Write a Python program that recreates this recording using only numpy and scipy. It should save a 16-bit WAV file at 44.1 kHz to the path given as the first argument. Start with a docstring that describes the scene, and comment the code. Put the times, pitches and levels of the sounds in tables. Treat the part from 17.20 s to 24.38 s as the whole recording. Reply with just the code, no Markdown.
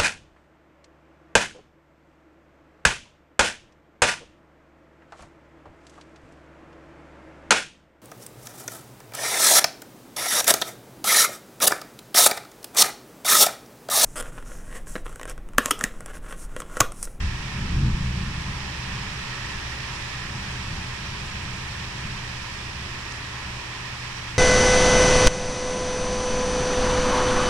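"""Rainstorm from a small bedroom

Rain comes in from the door and window on the right: countless drops merge into a wash
coloured by the room, and a few near ones tick. Low storm rumbles swell through the walls
and make the room boom, over a faint electric hum. The recorder's gain control turns
everything down under the strongest swell, so the rain ducks."""
import sys
import numpy as np
from scipy import signal
from scipy.fft import rfft, irfft
from scipy.io import wavfile

SR = 44100
rng = np.random.default_rng(int(sys.argv[2]) if len(sys.argv) > 2 else 0)


def wrap_up_sound(samples):
    """Save the sound to the file named by the first command line argument, as 16-bit audio."""
    columns = np.atleast_2d(samples).T
    # keep every value between -1 and 1, then stretch to whole-number steps
    tamed = np.clip(columns, -1, 1)
    steps = np.round(tamed * 32767).astype(np.int16)
    wavfile.write(sys.argv[1], SR, steps)


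N = 316638
TIME = np.arange(N) / SR
FREQ = np.maximum(np.arange(N // 2 + 1) * SR / N, 1)


# How hard it rains. Each row: time in seconds, level in dB.
RAIN_STRENGTH = [(0, -34.5), (1.0, -34), (2.3, -33), (2.8, -33.2), (3.1, -33.5), (3.9, -34), (5.6, -34.5),
                 (7.18, -34.5)]

def rain():
    """Near impacts over the blur of far ones, swaying with the wind and coloured by the room."""
    impacts = undb(-7) * patter(per_s=3400, spread_db=3)
    blur = rng.standard_normal((2, N))
    wash = wind_sway(impacts + blur)
    wash = room_colour(two_microphones(wash))
    level_db, = curves(RAIN_STRENGTH)
    return ringing_surfaces(wash) * undb(level_db)


def wind_sway(drops):
    """Rain falls in sheets: each octave sways and flutters a little on its own."""
    octave = np.clip(np.log2(FREQ / 250), 0, 6)
    shared_flutter, wash = wander(25), 0
    for k in range(7):
        band = shape(drops, np.maximum(1 - abs(octave - k), 0))
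        sway_db = .2 * wander(3) + .36 * wander(18) + .05 * shared_flutter
        wash = wash + band * undb(sway_db)
    return wash


# How alike the two sides are. Each row: frequency in Hz, likeness from -1 (opposite) to 1 (the same).
SIDE_LIKENESS = [(250, .92), (400, .55), (520, .15), (680, -.33), (830, .33), (1020, .72), (1200, .66),
                 (1470, .3), (1830, .4), (2060, -.45), (2500, -.1), (3120, .36), (4300, -.37), (5300, .22),
                 (6300, -.14), (7500, 0)]

def two_microphones(wash):
    """Two microphones a hand apart agree at some pitches and oppose each other at others."""
    likeness, = over_frequency(SIDE_LIKENESS)
    right, separate = wash
    left = shape(right, likeness) + shape(separate, np.sqrt(1 - likeness ** 2))
    return np.array([left, right])


# The rain's overall tone. Each row: frequency in Hz, left gain in dB, right gain in dB.
RAIN_TONE = [(423, -4.5, -6), (445, -9, -10.5), (756, -7, -6), (967, 0, -3.5), (1434, -7, -3.5),
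             (1764, -1, 0), (1970, -3, 1), (2430, -5, 0.5), (3540, -12.5, -4.5), (5700, -17.5, -6.5),
             (6250, -19, -12.5), (9210, -22, -22), (11570, -34.5, -34), (14600, -41, -36)]
# Its peaks and dips. Each row: centre in Hz, width in Hz, left boost in dB, right boost in dB.
RAIN_PEAKS = [(581, 60, 2, 2), (685, 70, -1, -1), (810, 90, 2.5, -3), (1060, 130, 0, 1.5),
              (1170, 90, -1, -1.5), (1304, 12, 3, 7), (1570, 90, .7, -3.5), (1660, 130, 2.2, -.4),
              (1875, 85, 1.5, 3.4), (2065, 110, -2, -3), (2570, 220, 1.4, 1.8), (2830, 160, 0, -1),
              (3190, 160, .7, .7), (4600, 900, 0, -.7), (5350, 500, .8, .7), (7500, 900, 1.5, 2),
              (8300, 500, -1.5, -2)]

def room_colour(wash, low_cut_hz=130):
    """The opening and the nearby walls favour some pitches of the rain and weaken others."""
    colour = undb(over_frequency(RAIN_TONE) + resonances(RAIN_PEAKS))
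    low_cut = 1 / np.sqrt(1 + (low_cut_hz / FREQ) ** 2)
    return unit(shape(wash, colour * low_cut))


# The two bands in which surfaces ring. Each row: centre in Hz, width in Hz.
SURFACE_RINGS = [(980, 380), (1850, 260)]
# How they stand out. Each row: time in seconds, lower ring's boost in dB, upper ring's boost in dB.
RING_BOOSTS = [(0.1, 1, 2), (0.6, -0.5, -3), (1.0, 1, -1), (1.75, 1, -0.5), (2.05, -0.5, -1.5),
               (2.25, -1.3, 2.8), (2.75, 0.5, -1), (3.02, -2.5, 2), (3.25, 0, -2), (3.7, 0, -1),
               (4.4, -1, -2.5), (4.58, 0, .5), (4.85, 0.3, -1), (5.7, 0, -1.5), (5.95, 0, 2),
               (6.35, 1, -1.5), (6.7, 0.5, 0), (7.18, 0.2, -0.5)]

def ringing_surfaces(wash):
    """Hard surfaces ring under the rain; each ring swells and sinks within the wash."""
    out = wash
    for (hz, width), boost_db in zip(SURFACE_RINGS, curves(RING_BOOSTS)):
        ring = shape(wash, 1 / (1 + (2 * (FREQ - hz) / width) ** 4))
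        out = out + ring * (undb(boost_db) - 1)
    return out


# What the walls let through. Each row: frequency in Hz, gain in dB.
WALL_TONE = [(5, -10), (18, 8), (45, -2.5), (90, 4), (105, -4), (150, -4.5), (200, -7.5), (240, -18.5),
             (320, -19.5), (450, -32.5), (800, -75)]
# The room's low resonances and dips. Each row: centre in Hz, width in Hz, boost in dB.
ROOM_PEAKS = [(21, 10, 3), (36, 5, 2), (43.5, 6.5, 11), (59.2, 6.9, 7), (69, 9.8, 11.5), (79, 6.9, -5),
              (85.7, 7.2, 5.5), (128, 5, 13), (149, 5.5, 2.5), (179.5, 6.9, 4), (194.3, 11.3, 5.5),
              (206, 7, -3), (220.2, 8.2, 7)]

def rumble(split_hz=105, steadiness=0.53, side_db=-29, top_hz=165, top_fade=0.15, usual_db=-29):
    """The storm rolls through the walls and rings the room; strong swells reach higher in pitch."""
    deep, upper = storm_strength()
    colour = undb(over_frequency(WALL_TONE) + resonances(ROOM_PEAKS))[0]
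    deep_band = 1 / (1 + (FREQ / split_hz) ** 12)
    out = 0
    for band, strength in ((deep_band, deep), (1 - deep_band, upper)):
        middle, side = unit(shape(rng.standard_normal((2, N)), colour * np.sqrt(band)))
        # the roll keeps a fairly even strength within each swell
        power = shape(middle ** 2, np.exp(-(FREQ / 5) ** 2))
        middle = unit(middle / np.maximum(power, 1e-3) ** steadiness)
        out = out + (middle + undb(side_db) * np.array([side, -side])) * strength
    # the top of the rumble fades faster than its depths
    top = shape(out, 1 - 1 / (1 + (FREQ / top_hz) ** 12))
    storm_db = 20 * np.log10(np.hypot(deep, upper))
    top_db = top_fade * np.minimum(storm_db - usual_db, 0)
    return out - top + top * undb(top_db)


# The far roll, slowly dying away. Each row: time in seconds, deep level in dB, upper level in dB.
DISTANT_ROLL = [(0, -38, -35), (2.4, -41, -42), (4.2, -38.5, -39), (6, -42.5, -47), (6.6, -46, -43),
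                (7.18, -41, -44.5)]
# The storm's swells. Each row: crest, rise and fall times in seconds, deep and upper levels in dB.
STORM_SWELLS = [(0.06, 0.1, 0.09, -23, -41), (0.44, 0.085, 0.08, -28, -31), (0.54, 0.032, 0.43, -21, -25),
                (0.68, 0.1, 0.1, -39, -22), (0.77, .05, 0.1, -25.5, -29), (1.0, 0.075, 0.11, -40, -29.5),
                (1.3, 0.093, 0.13, -46, -35.5), (1.76, 0.13, 0.19, -37.5, -38),
                (2.38, 0.12, 0.27, -37, -65), (3.27, 0.25, 0.4, -43, -40), (3.56, 0.14, 0.14, -37, -37.5),
                (4.28, .06, .08, -39, -40), (4.86, 0.045, 0.13, -39, -36), (5.6, 0.17, 0.23, -40, -43),
                (6.28, 0.055, .1, -38, -42)]

def storm_strength():
    """Strength of the deep and upper rumble: gusts build, die away and add to the distant roll."""
    power = undb(curves(DISTANT_ROLL)) ** 2
    for crest_s, rise_s, fall_s, deep_db, upper_db in STORM_SWELLS:
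        age = TIME - crest_s
        rise = np.exp(-(np.minimum(age, 0) / rise_s) ** 2)
        fall = np.exp(-np.maximum(age, 0) / fall_s)
        power = power + np.outer(undb([deep_db, upper_db]), rise * fall) ** 2
    return np.sqrt(power)


# The room's booming notes. Each row: pitch in Hz, width in Hz, level at the strongest crest in dB.
BOOM_NOTES = [(42.6, 6, -25.5), (128, 5, -20.5)]

def room_boom():
    """Strong swells set the room booming: deep rumble drives the low note, upper rumble the high."""
    out = 0
    for (hz, width, db), strength in zip(BOOM_NOTES, storm_strength()):
        ring = shape(rng.standard_normal(N), bell(FREQ, hz, width))
        # keep the ring's wavering pitch but even out its loudness
        even_ring = unit(np.cos(np.angle(signal.hilbert(ring))))
        out = out + even_ring * undb(db) * (strength / strength.max()) ** 2
    return out


# Single drops close by. 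Each row: start in seconds, level before filtering in dB, pitch in Hz,
# ring fade time in seconds, splat level in dB compared with the ring.
NEAR_DROPS = [(1.2194, -27, 5580, .0008, -12), (1.7555, -26, 5360, .0008, -12),
              (1.819, -26, 5330, .0008, -8), (2.1544, -26, 5640, .001, -12),
              (2.2754, -25.5, 5260, .0008, -12), (2.7524, -25.5, 5300, .001, -10),
              (2.7615, -28, 5600, .0006, -5), (3.873, -28, 5830, .0007, -12),
              (3.904, -30, 5890, .0008, -12), (5.912, -33, 5700, .0006, -10),
              (5.9184, -27, 5720, .0004, -11), (5.9229, -21, 6300, .0004, -13),
              (6.9695, -26.5, 5700, .002, -16), (6.9845, -30, 5650, .0015, -16)]

def near_drops(splat_s=.0004, splash_s=.008, splash_db=-27, left_db=-8):
    """Each drop splats on a hard edge, rings it for an instant and leaves a short splash."""
    out = np.zeros((2, N))
    for start_s, db, hz, ring_s, splat_db in NEAR_DROPS:
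        age = np.maximum(TIME - start_s, 0)
        ring = np.sin(2 * np.pi * hz * age) * np.exp(-age / ring_s)
        splat = undb(splat_db) * np.exp(-age / splat_s)
        splash = undb(splash_db) * np.exp(-age / splash_s)
        hiss = (age > 0) * rng.standard_normal(N)
        out += undb(db) * (ring + (splat + splash) * hiss)
    treble_band = signal.butter(3, [4700, 8600], "band", fs=SR, output="sos")
    return signal.sosfilt(treble_band, out) * undb([[left_db], [0]])


# Flurries of fine drops. Each row: middle and length in seconds, pitch and width in Hz, level in dB.
FLURRIES = [(2.78, .11, 6400, 5600, -47), (3.88, .24, 4600, 3400, -49), (5.25, .14, 4800, 1600, -49),
            (6.98, .11, 5800, 1100, -48)]

def flurries(left_db=-7):
    """Now and then the wind flings a handful of fine drops near the opening."""
    drops, out = patter(per_s=2500, spread_db=1.5), 0
    for middle_s, length_s, hz, width, db in FLURRIES:
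        spray = unit(shape(drops, bell(FREQ, hz, width)))
        out = out + spray * undb(db) * bell(TIME, middle_s, length_s)
    return out * undb([[left_db], [0]])


def hum(pitch_hz=119.9, level_db=-43.2):
    """An appliance hums at twice the mains frequency, almost dead steady."""
    phase = 2 * np.pi * np.cumsum(pitch_hz + 0.08 * wander(2.1)) / SR
    return unit(np.sin(phase)) * undb(level_db + .5 * wander(1))


def patter(per_s, spread_db):
    """Drops land at random moments on each side: many small, a few large."""
    lands = rng.random((2, N)) < per_s / SR
    size = undb(spread_db * np.minimum(rng.exponential(size=(2, N)), 5))
    return unit(lands * size * rng.choice([-1, 1], (2, N)))


def wander(rate):
    """A smooth random drift of typical size 1, moving about rate times a second."""
    return unit(shape(rng.standard_normal(N), np.exp(-(FREQ / rate) ** 2)))


def undb(db):
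    """Turn decibels into a number to multiply by."""
    return 10 ** (np.asarray(db) / 20)


def unit(x):
    """Scale a signal to an average power of 1."""
    return x / np.sqrt(np.mean(x ** 2))


def bell(axis, centre, width):
    """A smooth hump of height 1, in time or in frequency."""
    return np.exp(-(2 * (axis - centre) / width) ** 2)


def curves(rows):
    """Join the rows of a timed table with straight lines, one curve for each value column."""
    seconds, *columns = np.transpose(rows)
    return [np.interp(TIME, seconds, c) for c in columns]


def over_frequency(rows):
    """Join the rows of a frequency table, giving every octave equal room."""
    hz, *columns = np.transpose(rows)
    return np.array([np.interp(np.log(FREQ), np.log(hz), c) for c in columns])


def resonances(peaks):
    """Add peaks and dips into a curve in dB, one curve for each boost column."""
    return sum(np.outer(db, 1 / (1 + (2 * (FREQ - hz) / width) ** 2)) for hz, width, *db in peaks)


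def shape(x, gain):
    """Filter a sound by turning each frequency up or down."""
    return irfft(rfft(x) * gain, N)


def gain_control(x, knee_db=-30, cut_per_db=0.17, average_s=.07):
    """The gain falls as the recent power rises past the knee level, then recovers."""
    memory = np.exp(-1 / (average_s * SR))
    power = signal.lfilter([1 - memory], [1, -memory], np.mean(x ** 2, axis=0))
    over_knee = power / undb(knee_db) ** 2
    return x * (1 + over_knee ** 2) ** (-cut_per_db / 4)


def scene():
    """The rain is wide; the long waves of rumble and hum reach both sides alike."""
    return rain() + near_drops() + flurries() + rumble() + hum() + room_boom()


def record(dry, fade_s=.005, top_hz=15100):
    """The recorder rides its gain and cuts the highest treble steeply; the sound fades in and out over a few
    milliseconds."""
    fade = np.minimum(np.minimum(TIME, TIME[-1] - TIME) / fade_s, 1)
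    treble_cut = 1 / np.sqrt(1 + (FREQ / top_hz) ** 300)
    return shape(gain_control(dry) * fade, treble_cut)


dry = scene()
out = record(dry)
wrap_up_sound(out)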